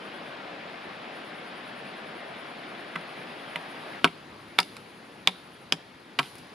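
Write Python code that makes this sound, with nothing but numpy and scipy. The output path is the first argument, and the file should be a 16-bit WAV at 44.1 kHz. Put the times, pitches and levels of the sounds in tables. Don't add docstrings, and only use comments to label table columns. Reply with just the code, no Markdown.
import sys
import numpy as np
from scipy import signal
from scipy.fft import rfft, irfft
from scipy.io import wavfile
from scipy.ndimage import uniform_filter1d

SR = 44100
rng = np.random.default_rng(int(sys.argv[2]) if len(sys.argv) > 2 else 0)


def pcm_store(signal):
    levels = np.round(np.clip(np.atleast_2d(signal), -1, 1) * 32767)
    wavfile.write(sys.argv[1], SR, levels.astype(np.int16).T)


N = 288409

# start_s, level_db, pitch_factor, body_db, knock_db, edge_db, splinter_db, ring_hz, mute_hz,
# thud_hz, thud_db, grass_db (shaken grass, before its rise and settling)
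BLOWS = [ (2.9563, -1.5, 0.87, 4, 11, -10, 6, 1910, 846, 167.5, -38.5, -70),
         (3.5585, 10.5, 0.85, 0, 0, -19, -0.5, 2170, 1600, 167, -41.5, -68),
         (4.0438, 24, 0.98, 10.5, 7.5, -9.5, -5, 2570, 1870, 169, -31.5, -67),
         (4.5878, 25, 0.983, -6.5, 2.5, -4, -5.5, 3470, 3070, 180, -38, -53.5),
         (5.2739, 24, 1.03, -4, 0.5, -1.5, -12.5, 3560, 1490, 186, -37.5, -59),
         (5.7235, 18.5, 1.07, 8, -1.5, 8.5, -12, 3130, 4230, 165, -37.5, -70),
         (6.1919, 17, 1.02, 5.5, 6, -8, 0, 712, 3950, 144, -39, -49)]


def amp(db):
    return 10 ** (np.asarray(db) / 20)


def evened(x):
    return x / np.sqrt(np.mean(x ** 2) + 1e-20)


def read(points, hz, axis=1):
    table = np.transpose(points)
    return np.interp(np.log(hz + 1), np.log(table[0] + 1), table[axis])


def level(points):
    return amp(np.interp(np.arange(N) / SR, *np.transpose(points)))


def add(mix, start_s, sound):
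    part = mix[max(round(start_s * SR), 0):][:len(sound)]
    part += sound[:len(part)]


def causal(gain):
    log_gain = np.log(np.maximum(gain, 1e-5))
    mirrored = np.r_[log_gain, log_gain[-2:0:-1]]
    return np.exp(np.conj(signal.hilbert(mirrored)))[:len(gain)]


def hiss(spectrum, patchy_db):
    # freq_hz, coherence, left_minus_right_db, phase_rad
    width = [(50, 0.41, 5, 0), (132, 0.91, 1.5, 0.03), (300, 1, 1.2, -0.2), (636, 0.55, 2.5, -0.49),
             (1410, 0.61, 4, -1.12), (3480, 0.75, -0.3, 0.063), (4100, 0.44, 2, 0), (7000, 0.56, 1.5, -.2),
             (15000, 0.19, 4.5, 0)]
    frames, hz = N // 256 + 5, np.fft.rfftfreq(1024, 1 / SR)
    a, b, c, d, patches = rng.standard_normal((5, frames, len(hz)))
    patches = uniform_filter1d(patches, size=7, axis=0)
    patches = evened(uniform_filter1d(patches, size=9, axis=1))
    coherence = np.clip(read(width, hz), -1, 1)
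    left = a + 1j * b
    right = coherence * left + np.sqrt(1 - coherence ** 2) * (c + 1j * d)
    right = right * amp(-read(width, hz, axis=2)) * np.exp(-1j * read(width, hz, axis=3))
    z = np.array([left, right]) * amp(read(spectrum, hz) + patchy_db * patches)
    noise = signal.istft(z.transpose(0, 2, 1), nperseg=1024, noverlap=768)[1]
    return evened(noise[:, :N])


def stream(move_s=4.0, fade_s=0.0098, open_db=-40.5):
    # freq_hz, density_db
    open_spectrum = [(18, -65), (30, -9), (70, -46), (147, -5.5), (219, -1.5), (451, -4), (720, -1),
                     (889, -5), (1420, -4.5), (1560, -4), (2610, -9.5), (3610, -14.5), (5130, -22),
                     (5900, -33), (8000, -40), (10400, -49), (17600, -120)]
    sheltered_spectrum = [(18, -41), (30, -32), (101, -11.5), (134, -3.5), (270, -2.5), (296, -2.5),
                          (507, -5.5), (612, -7), (829, -7), (1520, -9.5), (2260, -12), (4900, -21),
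                          (5380, -28.5), (8000, -37.5), (10400, -53), (17600, -120)]
    # time_s, level_db
    sheltered_db = [(4.0, -44), (4.11, -46.5), (6.05, -49.5), (6.54, -47)]
    close = np.clip((np.arange(N) / SR - move_s) / fade_s, 0, 1)
    far_water = amp(open_db) * hiss(open_spectrum, patchy_db=1.08)
    near_water = level(sheltered_db) * hiss(sheltered_spectrum, patchy_db=1.37)
    return (1 - close) * far_water + close * near_water


def shaking(rise_s=0.018, settle_s=0.16):
    # time_s, level_db
    stir_db = [(0, -67.5), (2.2, -71), (3.9, -61.5), (4.2, -65.5), (6.54, -67.5)]
    t, power = np.arange(N) / SR, level(stir_db) ** 2
    for start_s, *_, grass_db in BLOWS:
        age_s = np.maximum(t - start_s, 0)
        shake = amp(grass_db) * (1 - np.exp(-age_s / rise_s)) * np.exp(-age_s / settle_s)
        power = power + shake ** 2
    return np.sqrt(power)


def rustle(ticks_per_s=2500, spread_db=1.5):
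    # freq_hz, gain_db
    grass = [(1000, -35), (4000, 9.5), (6500, -2.5), (8000, -7), (9000, -7), (9800, 8), (11000, 0),
             (13000, -8), (16000, -28)]
    hz = np.fft.rfftfreq(N, 1 / SR)
    sizes = amp(spread_db * np.minimum(rng.exponential(1, (3, N)), 4))
    sizes = sizes * rng.choice([-1, 1], (3, N))
    left, right, centre = sizes * (rng.random((3, N)) < ticks_per_s / SR)
    ticks = irfft(rfft([left + centre, right + centre]) * causal(amp(read(grass, hz))), N)
    return shaking() * evened(ticks)


def grasshopper(sharpness=2.9, between=0.35, uneven_db=1.3, crescendo_db_per_s=0.2):
    # first_stroke_s, last_stroke_s, strokes_per_s, level_db (at the first stroke)
    phrases = [(.055, .27, 9.4, -66), (.725, 1.035, 9.3, -70), (1.169, 3.925, 9.82, -64.5),
               (4.414, 5.66, 12.4, -67)]
    # freq_hz, density_db
    rasp = [(5000, -63), (9050, -41), (9450, 7), (10200, 3.5), (11200, -5), (12700, -11), (14500, -36),
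            (16000, -34)]
    t, strokes = np.arange(N) / SR, np.zeros(N)
    for first_s, last_s, rate, db in phrases:
        turns = (t - first_s) * rate
        singing = (turns > -.5) & (turns < round((last_s - first_s) * rate) + .5)
        swell = between + (1 - between) * abs(np.cos(np.pi * turns)) ** sharpness
        strokes += amp(db + crescendo_db_per_s * (t - first_s)) * singing * swell
    pressure_db = uneven_db * evened(uniform_filter1d(rng.standard_normal(N), size=1500))
    return strokes * amp(pressure_db) * hiss(rasp, patchy_db=1.0)


def resonance(hz, centre_hz, width_hz):
    return 1 / (1 + ((hz ** 2 - centre_hz ** 2) / (width_hz * hz + 1)) ** 2)


def crack(db, pitch, body_db, knock_db, edge_db, fizz_db, splinter_db, splinter_s, ring_hz, ring_db, mute_hz,
          bite_s=0.000405, fibres_per_s=2600, ring_share=0.16, mute_db=-11, size=8192):
    # centre_hz, width_hz, gain_db
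    wood_modes = [(343, 230, -8), (738, 56, -4), (1090, 400, -6.5), (1480, 250, -4.5), (2280, 190, 1),
                  (2850, 640, -5), (3030, 475, -3), (3790, 170, -8), (4540, 530, -14), (7760, 1200, -43.5),
                  (9800, 1500, -35)]
    # freq_hz, gain_db
    trim = [(30, -24), (100, -9), (250, -4), (3500, -2), (5200, 2), (6300, -7), (8000, -2.5), (8900, -6),
            (10000, 3.5), (12500, -6), (16000, -18)]
    t, hz = np.arange(size) / SR, np.fft.rfftfreq(size, 1 / SR)
    grit, snaps = rng.standard_normal((2, size))
    bite = rfft(grit * t / bite_s * np.exp(-t / bite_s))
    bite /= causal(abs(bite))
    fibres = snaps * (rng.random(size) < fibres_per_s / SR) * np.exp(-t / splinter_s) * (t > 2 * bite_s)
    tear = rfft(fibres) / (np.linalg.norm(fibres) + 1e-9)
    wood = np.sqrt(sum(amp(2 * d) * resonance(hz, f * pitch, w) for f, w, d in wood_modes))
    # freq_hz, gain_db
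    colour = [(60, 0), (330, body_db), (580, 0), (1050, knock_db), (1400, knock_db), (2300, 0),
              (3500, 0), (5000, edge_db), (10000, fizz_db)]
    bands_db = ring_db * resonance(hz, ring_hz, ring_share * ring_hz)
    bands_db = bands_db + mute_db * resonance(hz, mute_hz, ring_share * mute_hz)
    ring = causal(wood * amp(read(colour, hz) + bands_db + read(trim, hz)))
    return amp(db) * irfft(ring * (bite + amp(splinter_db) * tear))


def thud(hz, db, swell_s=.012):
    t = np.arange(SR // 4) / SR
    envelope = t / swell_s * np.exp(1 - t / swell_s)
    return amp(db) * envelope * np.sin(2 * np.pi * hz * t)


def chops():
    # start_s, level_db, weight_db (body and knock), edge_db, fizz_db, splinter_s, ring_hz
    snaps = [ (4.0497, 7, 17, 6, -7, .0025, 1170), (4.0747, 0, -4, -13, -8, .004, 2290),
             (4.5842, -2.5, 5, -6, -1, .002, 3600), (4.6014, 4.5, 3, 9, 9.5, 0.0027, 4760),
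             (4.6292, -8.5, -9, 12, 2, .002, 2700), (4.7670, -6.5, 2, 2.5, 4.5, 0.0044, 1450),
             (6.1890, 12, 2.5, 2, -8, .0017, 3120), (6.2300, -4.5, 1, 0, -2, 0.035, 3300),
             (6.354, -18, 6, 4, 16, .0054, 3400), (6.3832, -23, 4, 11, 21, 0.0055, 3400)]
    wood, low = np.zeros((2, N))
    for (start_s, db, pitch, body_db, knock_db, edge_db, splinter_db, ring_hz, mute_hz,
         thud_hz, thud_db, _) in BLOWS:
        ring_db = 3.5 + 0.2946 * db
        fizz_db = -4 + 0.26 * edge_db
        add(wood, start_s, crack(db, pitch, body_db, knock_db, edge_db, fizz_db, splinter_db, 0.0035,
                                 ring_hz, ring_db, mute_hz))
        add(low, start_s + 0.0023, thud(thud_hz, thud_db))
    for start_s, db, weight_db, edge_db, fizz_db, splinter_s, ring_hz in snaps:
        add(wood, start_s, crack(db, 0.94, weight_db, weight_db, edge_db, fizz_db, splinter_db=1,
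                                 splinter_s=splinter_s, ring_hz=ring_hz, ring_db=6.5,
                                 mute_hz=580, mute_db=-14))
    return wood, low


def second_port(x, skew_s=.000007):
    hz = np.fft.rfftfreq(N, 1 / SR)
    # freq_hz, left_minus_right_db
    lean = [(100, 8), (300, 2), (700, 4.5), (1300, -0.5), (1800, -4.0), (2700, -4.5), (3500, 2.5),
            (4300, -3), (5200, 10.5), (6500, -17), (8000, 7), (12000, -4)]
    tilt = amp(read(lean, hz) / 2) * np.exp(-1j * np.pi * hz * skew_s)
    return irfft(rfft(x) * np.array([tilt, 1 / tilt]), N)


def scatter(x, bands, delay_s, spread):
    hz, t, z = signal.stft(rng.standard_normal((2, SR // 2)), SR, nperseg=128)
    t60_s = np.maximum(read(bands, hz, axis=2), .01)[:, None]
    decay = np.exp(-np.log(1000) * t / t60_s)
    unit_energy = np.sqrt(2 * np.log(1000) / (t60_s * SR))
    z = z * amp(read(bands, hz))[:, None] * decay * unit_energy
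    z[1] *= (spread * hz / (hz + 450))[:, None]
    mid, side = signal.istft(z, SR, nperseg=128)[1]
    taps = np.pad([mid + side, mid - side], ((0, 0), (round(delay_s * SR), 0)))
    return signal.fftconvolve(x[None], taps, axes=1)[:, :N]


def scene():
    # freq_hz, gain_db, t60_s
    bushes = [(150, 9.5, 0.086), (400, -4, 0.1), (1240, -1, 0.057), (3000, -14.5, 0.071),
              (5000, -11, 0.064), (10000, -8.5, 0.089), (16000, -21, .06)]
    forest = [(150, -29, .5), (1000, -44, .45), (2500, -35, .5), (3400, -29.5, 0.5), (4200, -23, 0.55),
              (5200, -29.5, 0.43), (10000, -26, .25), (16000, -34, .2)]
    wood, low = chops()
    echoes = scatter(wood, bushes, delay_s=0.001988, spread=0.69)
    echoes = echoes + scatter(wood, forest, delay_s=.035, spread=0.54)
    return second_port(wood) + low + echoes + stream() + rustle() + grasshopper()


def record(dry, edge_hz=16100):
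    clipped = np.clip(dry, -.95, .95)
    low_pass = signal.firwin(255, edge_hz, window=("kaiser", 9), fs=SR)
    return signal.oaconvolve(clipped, low_pass[None], "same")


dry = scene()
out = record(dry)
pcm_store(out)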